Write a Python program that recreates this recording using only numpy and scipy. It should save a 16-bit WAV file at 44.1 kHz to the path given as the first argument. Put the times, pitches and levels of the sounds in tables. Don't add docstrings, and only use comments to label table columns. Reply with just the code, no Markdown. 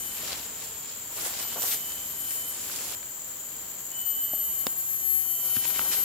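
import sys
import numpy as np
from scipy import signal
from scipy.fft import rfft, irfft
from scipy.io import wavfile

SR = 44100
rng = np.random.default_rng(int(sys.argv[2]) if len(sys.argv) > 2 else 0)


def generate_wav(sig):
    pcm = np.round(np.clip(np.atleast_2d(sig).T, -1, 1) * 32767).astype(np.int16)
    wavfile.write(sys.argv[1], SR, pcm)


def convert_level_to_amplitude(level_db):
    exponent = np.asarray(level_db, float) / 20
    return 10 ** exponent


N = 266352

# peak_s, length_s, level_db, weight_db, brightness_db
BOOT_STROKES = [(.2, 0.34, -50.5, -5, -3), (.295, 0.16, -42, -5, -9), (.382, 0.028, -45, -14, -6),
                (.64, 0.11, -47.5, -9, -3.5), (.89, 0.16, -51, -11, -14), (1.18, 0.062, -48, 1.5, 0),
                (1.26, 0.084, -43, -2.5, 2.5), (1.35, 0.12, -45, -5, -8), (1.215, .05, -45.5, -5, 1),
                (1.395, 0.038, -42, -7.5, -1), (1.43, 0.043, -46.5, -3, -1.5),
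                (1.53, 0.094, -47, -4.5, -1.5), (1.57, 0.045, -58.5, 10, -6), (1.63, 0.037, -45, -1, 5),
                (1.655, .04, -44.5, -3, 0), (.325, 0.029, -40.5, -6, -11), (2.2, .1, -65, .1, -8),
                (1.68, 0.063, -45.5, -6, 7.5), (1.715, 0.044, -37.5, -12.5, -0.5), (1.74, .03, -42, -7, -3),
                (1.9, 0.86, -53, -3.5, 1), (2.32, 0.11, -52, -2.5, 5.5), (2.55, .2, -57.5, 0, -1.5),
                (2.72, 0.35, -48.5, -3.5, 1.2), (2.92, 0.44, -47.5, -3.5, 1.5)]
# peak_s, length_s, level_db, weight_db, brightness_db
LID_PULLS = [
    (5.48, .11, -51.5, 0.5, 2),
    (5.56, 0.073, -45.5, -7, -2),
    (5.645, 0.043, -41.5, -8, -1),
    (5.77, 0.091, -43, -4, -3),
    (5.7, .05, -48.5, 0, -2),
    (5.86, 0.18, -47, 0.5, -0.5),
    (5.935, 0.028, -36.5, -8, 0),
    (5.99, 0.13, -45.5, -4, -2),
]
# start_s, end_s, level_db
SOFT_GROUND = [
    (0, .4, -55),
    (1.2, 2.9, -57.5),
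    (5.6, 6.04, -55.5),
]
# start_s, peak_db, body_hz, t60_s, crack_db
KNOCKS = [(1.2616, -33, 524, 0.029, -40), (1.452, -35, 895, 0.0093, -38), (1.526, -34.5, 895, 0.0092, -37),
          (1.56, -31, 690, 0.03, -47), (1.57, -31.5, 920, 0.033, -44), (1.581, -32, 740, 0.037, -46),
          (1.593, -35, 600, 0.027, -44), (1.62, -33, 930, .015, -40), (1.63, -40, 990, .02, -28),
          (1.638, -30, 750, .025, -47), (1.646, -33, 1000, .02, -47), (1.587, -37, 950, .025, -47),
          (1.662, -37, 1000, .02, -43), (.233, -33, 650, 0.018, -50), (0.328, -34, 557, .02, -50),
          (5.7932, -23, 1930, 0.0099, -44), (5.7938, -31, 620, 0.011, -50), (5.904, -37, 350, 0.035, -50),
          (5.814, -30.5, 900, 0.0089, -41)]
# pitch_hz, level_db, t60_s
BUCKLE_MODES = [(270, -27, 0.029), (385, -25, .018), (520, -19, 0.015), (736, -21, 0.012), (980, -25, 0.01),
                (2090, -22, 0.0057), (2900, -24, 0.0046), (3580, -18, 0.0072), (4500, -24, 0.004),
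                (8460, -17, 0.0051)]
# pitch_hz, level_db, t60_s
STRAP_MODES = [(315, -25, .017), (480, -34, .012), (650, -22, .018), (1060, -40, 0.024)]
# pitch_hz, level_db, t60_s
LID_MODES = [(128, -31, .06), (235, -27, 0.036), (1000, -39, .015)]
# pitch_hz, level_db, t60_s
CORD_LOCK_MODES = [(620, -42, .015), (950, -29, .022), (2580, -29, 0.013)]
# start_s, peak_db, lowest_hz, highest_hz
SNAPS = [(1.2625, -27, 1500, 9000), (1.6215, -20, 3000, 9000), (1.7445, -19, 4500, 10000),
         (1.775, -33, 5000, 12000), (1.9203, -24.5, 2000, 11000), (2.698, -31, 1000, 3200),
         (2.7543, -25, 3500, 13000), (2.761, -26, 3000, 12000), (2.905, -34, 2500, 6000),
         (3.0292, -36, 1500, 4000), (5.22, -33, 3000, 9000), (5.4582, -25, 6000, 11500),
         (5.5555, -33, 3800, 6000), (5.5668, -23, 1000, 4500), (5.7932, -19, 696, 2800),
         (5.6535, -26, 1500, 3200), (5.814, -28, 600, 3000), (5.925, -34, 1500, 5000),
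         (5.935, -24, 3200, 7000), (5.945, -30, 1200, 5000), (5.645, -27, 1500, 4500),
         (5.76, -28, 1500, 4000), (.32, -28, 3000, 5000), (.33, -25, 3000, 4760), (1.678, -28, 7000, 13000),
         (1.719, -24, 3000, 8000), (1.728, -26, 3500, 5500), (1.4, -26, 2000, 9000)]
# time_s, left_db, right_db, path_difference_cycles
NEAR_LEVELS = [
    [(0, -37, -37, 0.27), (.08, -33, -42, .9), (.104, -46, -48, .7), (.16, -43, -40, -0.00032),
     (.296, -44, -50, -0.61)],
    [(1.4, -43, -51, 0.15), (1.432, -33.5, -41, 0.16), (1.62, -36, -28.5, 0.22), (1.712, -28.5, -36, 0.22),
     (1.93, -34, -40, 0.35), (2.1, -33, -45, -0.99), (2.344, -31, -36, -0.34), (2.49, -32, -32, -1.15),
     (2.552, -52, -48, -1.1)],
    [(3.93, -46, -60, 1.1), (3.98, -32.5, -35, 0.28), (4.08, -23.5, -27, 1.4), (4.25, -24.5, -28.5, 0.093),
     (4.61, -26, -34.5, -0.44), (5.1, -19, -30, -0.26), (5.32, -22.5, -33.5, -0.73),
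     (5.52, -23, -28.5, -0.59), (6.04, -22, -31.5, -0.33)],
]
NEAR_STROKES = [324, 326, 348]
# start_s, pitch_hz, climb_hz
NEAR_NOTES = [
    (-.62, 12076, 80),
    (1.4, 12057, 82),
    (3.93, 12020, 121),
]
STROKE_CLUSTERS = [-53, -52, -49.5]
# time_s, half_width_s, left_loss_db, right_loss_db
ECHO_DIPS = [(1.544, 0.054, 18, 11), (1.832, 0.092, 17, -2), (1.992, 0.12, 22, 13), (2.152, 0.044, 17, 9),
             (2.256, 0.052, 4, -2), (2.448, 0.053, 12, 6), (4.042, 0.019, 19, -1), (4.085, 0.091, -1, 19),
             (4.18, 0.071, 8, 0.5), (4.284, 0.033, 19, 1), (4.498, 0.095, 6, -4.5), (4.61, 0.046, -1.5, 6),
             (4.69, 0.084, 6, -2), (4.754, .03, 12, 6), (4.778, 0.069, 0.5, 1), (4.842, 0.059, 11.5, -2),
             (4.922, 0.093, 5, 4), (5.002, 0.057, 11, -3), (5.05, 0.095, 3, 7), (5.394, 0.078, 9, -3),
             (5.64, 0.042, 9, 1), (5.682, 0.062, -3.5, 2), (4.318, .03, 5, 3), (4.14, .025, 3, 2),
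             (4.375, 0.021, 4, 9), (4.565, 0.032, 1, 2.5), (4.65, 0.026, 6, -1), (5.25, 0.073, 5.5, 6),
             (5.49, 0.019, 5, 3), (5.75, 0.13, 4, 6), (5.86, 0.027, 4, 0), (5.93, 0.043, 5, 3)]
# start_s, end_s, level_db
FIRST_SPELLS = [(0, .04, -56), (.07, .1, -52), (.15, .2, -55), (1.4, 1.5, -48), (1.55, 1.62, -50),
                (1.72, 1.76, -53), (1.83, 1.92, -48.5), (1.95, 2.03, -52), (2.2, 2.3, -50.5),
                (2.4, 2.49, -48), (3.97, 4.3, -45), (4.3, 4.5, -48), (4.5, 4.63, -51), (5.02, 5.2, -57),
                (5.24, 5.28, -54), (5.3, 5.47, -48), (5.5, 5.6, -44.5), (5.62, 6.04, -46.5)]
# start_s, end_s, level_db
SECOND_SPELLS = [(0, .03, -48), (1.6, 1.72, -48), (4.4, 4.7, -55), (4.9, 6.04, -48)]
# start_s, end_s, level_db
THIRD_SPELLS = [(0, .17, -48), (1.88, 1.95, -50.5), (2.0, 2.12, -56), (2.2, 2.53, -47), (3.97, 4.05, -52),
                (4.15, 4.26, -54), (4.33, 4.5, -50.5), (4.55, 4.75, -54), (4.85, 5.12, -56.5),
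                (5.2, 5.42, -57)]
# start_s, end_s, level_db
SIDEBAND_SPELLS = [(0, .2, -49), (1.5, 1.7, -52), (1.8, 1.95, -46), (2.05, 2.33, -44.5), (3.97, 4.03, -51),
                   (4.07, 4.13, -48), (4.19, 4.26, -45), (4.35, 4.53, -45), (4.58, 4.7, -51),
                   (4.75, 4.88, -52), (4.93, 5.02, -42), (5.05, 5.3, -46), (5.36, 5.43, -48),
                   (5.46, 5.49, -43), (5.66, 5.78, -49), (5.93, 6.0, -48)]
# start_db, middle_db, end_db, left_minus_right_db
FAR_LEVELS = [(-50, -45, -48, 3), (-48, -52, -52, 5), (-48.5, -50, -45, 1), (-54, -62, -63, 6),
              (-46, -46.5, -44, 2), (-47, -40, -60, -1), (-66, -53, -51, 6), (-50, -50.5, -51, 11),
              (-58, -67, -46, 3), (-54, -76, -56, 17), (-68, -49, -67, 9), (-53, -48, -56, 9)]
# start_s, end_s, first_hz, climb_hz, ease_s
FAR_NOTES = [(0, .68, 12441, 590, 5), (0, .74, 12276, 470, 5), (.66, 2.3, 13060, -215, .95),
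             (.97, 1.17, 11775, 970, 5), (1.1, 2.94, 12325, 110, .6), (1.75, 2.29, 12337, 630, 5),
             (.7, 1.6, 12767, -810, 5), (2.97, 4.29, 12322, 172, 1), (2.97, 4.49, 12716, -515, 5),
             (3.1, 3.7, 12139, 715, 5), (2.97, 4.05, 12495, 175, 1), (2.42, 2.94, 12720, 300, 5)]
# time_s, crowd_db, nearest_db
CHORUS_LEVELS = [(0.0, -39.5, -49.5), (5.31, -39.5, -41.5), (6.04, -38, -58)]
# pitch_hz, width_hz, level_db
CICADA_BODY = [(7070, 330, -5), (7340, 550, 2), (14580, 1400, -7.5)]
# pitch_hz, level_db (per Hz)
AIR_COLOUR = [(15, -48), (25, -15), (75, 0.5), (392, -2.5), (798, -3.5), (854, -2.5), (2690, -8.5),
              (3090, -4.5), (3600, -8.5), (4350, -7), (6000, -11), (7800, -19), (13200, -120)]
# pitch_hz, level_db (per Hz)
AIR_TOP = [(9000, -10), (11500, -5), (13500, -4), (15900, -8.5)]
# time_s, level_db
AIR_LEVEL = [(0.0, -47.5), (2.84, -50.5), (2.96, -49.5), (5.23, -49), (6.04, -49.5)]
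# pitch_hz, likeness (1 = same)
LIKENESS = [(25, .7), (60, 0.88), (200, 0.57), (500, 0.41), (1200, 0.33), (2500, 0.39), (5000, 0.052),
            (12000, -0.11)]

BUCKLE_S, STRAP_S, LID_FLOP_S, CORD_LOCK_S = 4.6678, 4.3341, 5.5677, 5.6528
STROKE_RISE_DB, STROKE_FALL_DB = 13.5, 10.5
BOOT_STROKES_END_S = 2.95
SNAP_T60_S = 0.0079
NEAR_EASE_S = .28
HAZE_HZ, HAZE_BELOW_DB = 330, 23
GHOST_HZ = 48000 - 44100
SPELL_FADE_DB_PER_S = 120
LEAF_FLICKER_DB, LEAF_FLICKER_HZ = 1.5, 5
GROUP_S, LAST_PULSE_S = .0499, 3.269
CUTOFF_HZ, WHINE_HZ = 15770, 15735


def scuffs():
    crunch = litter(3000, 2.66, 373, 1620, count=5)
    rustle = litter(7000, 2.6, 2500, 5200, count=4)
    hiss = litter(11000, 2.4, 7300, 13700, count=4)
    walking = sounding([(0,), (BOOT_STROKES_END_S,)], fade=0.0033)
    low, mid, high = strokes(BOOT_STROKES) * walking + strokes(LID_PULLS)
    thud = convert_level_to_amplitude(spells(SOFT_GROUND)) * litter(600, 1.8, 65, 244, count=3)
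    return thud + convert_level_to_amplitude(2.0) * low * crunch + convert_level_to_amplitude(2.5) * mid * rustle + convert_level_to_amplitude(6.5) * high * hiss


def litter(per_s, scatter_db, low_hz, high_hz, count):
    sizes = convert_level_to_amplitude(scatter_db * np.minimum(rng.exponential(1, N), 5)) * rng.choice([-1, 1], N)
    clicks = sizes * (rng.random(N) < per_s * convert_level_to_amplitude(1.5 * drift(45)) / SR)
    pair = clicks * np.array([np.ones(N), rng.standard_normal(N)])
    dealt, out = rng.integers(0, count, N), 0
    for k, hz in enumerate(np.geomspace(low_hz, high_hz, count)):
        mid, side = resonate(pair * (dealt == k) + 1e-18, hz, hz / 1.98)
        out = out + spread(mid, side, hz) * convert_level_to_amplitude(1.37 * drift(12.6)) / np.sqrt(hz) ** 0.25
    return out / np.sqrt(np.mean(out.mean(0) ** 2))


def strokes(rows):
    t = np.arange(0, N + 64, 64) / SR
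    s, length, db, weight_db, bright_db = np.transpose(rows)[:, :, None]
    slope_db = np.where(t < s, STROKE_RISE_DB, STROKE_FALL_DB)
    level = db - slope_db * np.abs(t - s) / length
    gains = []
    for more_db in (weight_db, 0, bright_db):
        gain = np.sqrt(np.sum(convert_level_to_amplitude(level + more_db) ** 2, axis=0))
        gains.append(np.interp(np.arange(N) / SR, t, gain))
    return gains


def knocks():
    noise = rng.standard_normal((len(KNOCKS) + 4, 2, 3000))
    out = -blow(BUCKLE_S, BUCKLE_MODES, -19, noise[-1], rise_cycles=0.32)
    out += blow(STRAP_S, STRAP_MODES, -36, noise[-2], rise_cycles=.55)
    out += blow(LID_FLOP_S, LID_MODES, -45, noise[-3])
    out += blow(CORD_LOCK_S, CORD_LOCK_MODES, -40, noise[-4])
    for (s, db, hz, t60, crack_db), hiss in zip(KNOCKS, noise):
        modes = [(0.746 * hz, db - 6, t60), (hz, db - 0.5, t60), (1.49 * hz, db - 6, 0.92 * t60)]
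        out += blow(s, modes, crack_db, hiss)
    return out


def blow(s, modes, crack_db, noise, rise_cycles=0.12):
    out, t, i = np.zeros((2, N + 3000)), np.arange(3000) / SR, round(s * SR)
    body = np.zeros(len(t))
    for hz, db, t60 in modes:
        swell = 1 - np.exp(-t * hz / rise_cycles)
        body += convert_level_to_amplitude(db - 60 * t / t60) * swell * np.sin(2 * np.pi * hz * t)
    crack = spread(*band(noise, 860, 16000), 1500) * convert_level_to_amplitude(crack_db - 60 * t / 0.014)
    out[:, i:i + len(t)] = band(body, 95, 8800) + crack
    return out[:, :N]


def snaps():
    out, t = np.zeros((2, N + 1000)), np.arange(1000) / SR
    for (s, db, low_hz, high_hz), noise in zip(SNAPS, rng.standard_normal((len(SNAPS), 2, 1000))):
        burst = band(spread(*noise, 500) * convert_level_to_amplitude(-60 * t / SNAP_T60_S), low_hz, high_hz)
        i = round(s * SR)
        out[:, i:i + len(t)] += convert_level_to_amplitude(db) * burst / np.abs(burst.mean(0)).max()
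    return out[:, :N]


def near_whistler(rows, note, strokes_per_s, cluster_db):
    left_db, right_db, lag = in_time(rows)
    levels_db = np.array([left_db, right_db])
    blur = rms_one(band(rng.standard_normal((2, N)), 30, HAZE_HZ))
    haze = blur * convert_level_to_amplitude(levels_db - HAZE_BELOW_DB)
    left_db, right_db = levels_db - fades()
    db, pan_db = (left_db + right_db) / 2, left_db - right_db
    turns, t = np.cumsum(climb(*note, NEAR_EASE_S)) / SR, np.arange(N) / SR
    gate = sounding(rows, fade=0.023)
    onset = sounding(rows, fade=.1) * gate
    third_db = spells(THIRD_SPELLS)
    pulses = turns * strokes_per_s / 12190
    out = line(turns, db, pan_db, lag, gate) + haze * line(turns, 0, 0, 0, gate)
    out += line(turns / 4, spells(FIRST_SPELLS) + .7 * drift(9), 0, .1, gate)
    out += line(turns / 2, spells(SECOND_SPELLS), 1.6, 0.33, gate)
    out += line(turns * 3 / 4, third_db + 1.5 * drift(12), 4, .15, gate)
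    out += line(turns * 3 / 4 - pulses, third_db - 6, 4, 0.16, gate)
    out += line(turns - pulses, spells(SIDEBAND_SPELLS) + 1.2 * drift(12), 7, 0.17, gate)
    for step, more_db in zip([1, .5, -.5], [1.5, .1, -8]):
        out += line(turns + step * pulses, cluster_db + more_db + 2.5 * drift(7), 3.5, 0.36, onset)
    out += line(turns - GHOST_HZ * t, db - 19, pan_db, lag, gate)
    return out + line(turns - 2 * GHOST_HZ * t, db - 33.5, pan_db, lag, gate)


def fades():
    t = np.arange(0, N + 64, 64) / SR
    s, width, *loss_db = np.transpose(ECHO_DIPS)[:, :, None]
    dips = np.maximum(1 - np.abs(t - s) / width, 0)
    return [np.interp(np.arange(N) / SR, t, np.sum(db * dips, axis=0)) for db in loss_db]


def far_whistler(levels, note):
    start, end, *pitch = note
    *swell_db, pan_db = levels
    rows = list(zip([start, (start + end) / 2, end], swell_db))
    turns = np.cumsum(climb(start, *pitch) + 4 * drift(12)) / SR
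    gate = sounding(rows, fade=.06)
    db = in_time(rows)[0] + LEAF_FLICKER_DB * drift(LEAF_FLICKER_HZ)
    wander_db = pan_db + 2 * LEAF_FLICKER_DB * drift(LEAF_FLICKER_HZ)
    out = line(turns, db + 2.5 * drift(36), wander_db, 0.093 + 0.39 * drift(6.0), gate)
    out += line(turns / 2, db - 17.5, 0, 0.075, gate)
    return out + line(turns / 4, db - 14.0, 2, 0.23, gate)


def climb(start, hz, climb_hz, ease):
    return hz + climb_hz * np.log(1 + np.maximum(np.arange(N) / SR - start, 0) / ease)


def chorus():
    crowd_db, near_db = in_time(CHORUS_LEVELS)
    crowd = rng.standard_normal((2, N)) * convert_level_to_amplitude(1.0 * drift(45) + 0.12 * drift(2.4))
    group = 2 * np.pi * (np.arange(N) / SR - LAST_PULSE_S) / GROUP_S + .12 * drift(2)
    pulse_db = 9 * np.cos(4 * group) + 7 * np.cos(group + 1.3) - 3 * np.cos(2 * group + 3)
    buzz = rng.standard_normal((2, N)) * convert_level_to_amplitude(pulse_db + 1.5 * drift(30))
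    far = convert_level_to_amplitude(crowd_db) * tymbals(crowd, octave_db=-1.5)
    return far + convert_level_to_amplitude(near_db) * tymbals(buzz, octave_db=2.5)


def tymbals(clicks, octave_db):
    rung = 0
    for (hz, width_hz, db), more_db in zip(CICADA_BODY, [0, 0, octave_db]):
        width_hz = 1.34 * width_hz
        rung = rung + convert_level_to_amplitude(db + more_db) * resonate(resonate(clicks, hz, width_hz), hz, width_hz)
    return convert_level_to_amplitude(np.array([[1.2], [-1.2]])) * rms_one(spread(*rung, 8300))


def bee():
    hum = resonate(resonate(rng.standard_normal(N), 446, 20), 446, 20)
    return convert_level_to_amplitude(spells([(.42, 1.3, -63), (1.45, 2.3, -67)])) * rms_one(hum)


def air():
    hz = np.maximum(np.fft.rfftfreq(N, 1 / SR), 1)
    mid, side = rfft(rng.standard_normal((2, N)))
    colour = convert_level_to_amplitude(at_hz(list(AIR_COLOUR)[:-1] + list(AIR_TOP), hz))
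    both = irfft(spread(mid, side, hz) * colour, N)
    return convert_level_to_amplitude(in_time(AIR_LEVEL)[0] + 5 + 0.5 * drift(5.3)) * rms_one(both)


def electronics_whine():
    return line(np.arange(N) * WHINE_HZ / SR, -68 + 4.0 * drift(6), 4, .1)


def line(turns, db, pan_db, lag, gate=1):
    out, on = np.zeros((2, N)), np.broadcast_to(gate, N) > 0
    turns, db, pan_db, lag, gate = [np.broadcast_to(v, N)[on] for v in (turns, db, pan_db, lag, gate)]
    out[0, on] = gate * convert_level_to_amplitude(db + pan_db / 2) * np.cos(2 * np.pi * turns)
    out[1, on] = gate * convert_level_to_amplitude(db - pan_db / 2) * np.cos(2 * np.pi * (turns - lag))
    return np.sqrt(2) * out


def spells(rows):
    t = np.arange(0, N + 64, 64) / SR
    start, end, db = np.transpose(rows)[:, :, None]
    away_s = np.maximum(np.maximum(start - t, t - end), 0)
    level = np.max(db - SPELL_FADE_DB_PER_S * away_s, axis=0)
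    return np.interp(np.arange(N) / SR, t, level)


def in_time(rows):
    s, *columns = np.transpose(rows)
    return [np.interp(np.arange(N) / SR, s, c) for c in columns]


def sounding(rows, fade):
    t = np.arange(N) / SR
    return np.clip(np.minimum(t - rows[0][0] + fade, rows[-1][0] + fade - t) / fade, 0, 1)


def drift(rate):
    r = np.exp(-80 * np.pi * rate / SR)
    slow = signal.lfilter([1], [1, -2 * r, r * r], rng.standard_normal(N // 40 + 2002))[2000:]
    return np.interp(np.arange(N) / 40, np.arange(len(slow)), rms_one(slow))


def spread(mid, side, hz):
    alike = np.clip(at_hz(LIKENESS, hz), -1, 1)
    return np.sqrt(1 + alike) * mid + np.sqrt(1 - alike) * side * np.array([[1], [-1]])


def at_hz(points, hz):
    points = np.array(points)
    return np.interp(np.log(hz), np.log(points[:, 0]), points[:, 1])


def rms_one(x):
    return x / np.sqrt(np.mean(x ** 2) + 1e-20)


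def resonate(x, hz, width_hz):
    r = np.exp(-np.pi * width_hz / SR)
    poles = [1, -2 * r * np.cos(2 * np.pi * hz / SR), r * r]
    return signal.lfilter([(1 - r * r) / 2, 0, (r * r - 1) / 2], poles, x)


def band(x, low_hz, high_hz):
    edges_hz = [low_hz, min(high_hz, .45 * SR)]
    return signal.sosfilt(signal.butter(2, edges_hz, "band", fs=SR, output="sos"), x)


def scene():
    hiker = scuffs() + knocks() + snaps()
    near = sum(map(near_whistler, NEAR_LEVELS, NEAR_NOTES, NEAR_STROKES, STROKE_CLUSTERS))
    far = sum(map(far_whistler, FAR_LEVELS, FAR_NOTES))
    return hiker + near + far + chorus() + bee() + air() + electronics_whine()


def roll_off(x):
    return signal.sosfilt(signal.butter(12, 15920, fs=SR, output="sos"), x)


def record(dry):
    low_pass = signal.ellip(12, .3, 45, CUTOFF_HZ, fs=SR, output="sos")
    mix = signal.sosfilt(low_pass, dry) * convert_level_to_amplitude(np.array([[.4], [-.4]]))
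    return roll_off(mix)


dry = scene()
out = record(dry)
generate_wav(out)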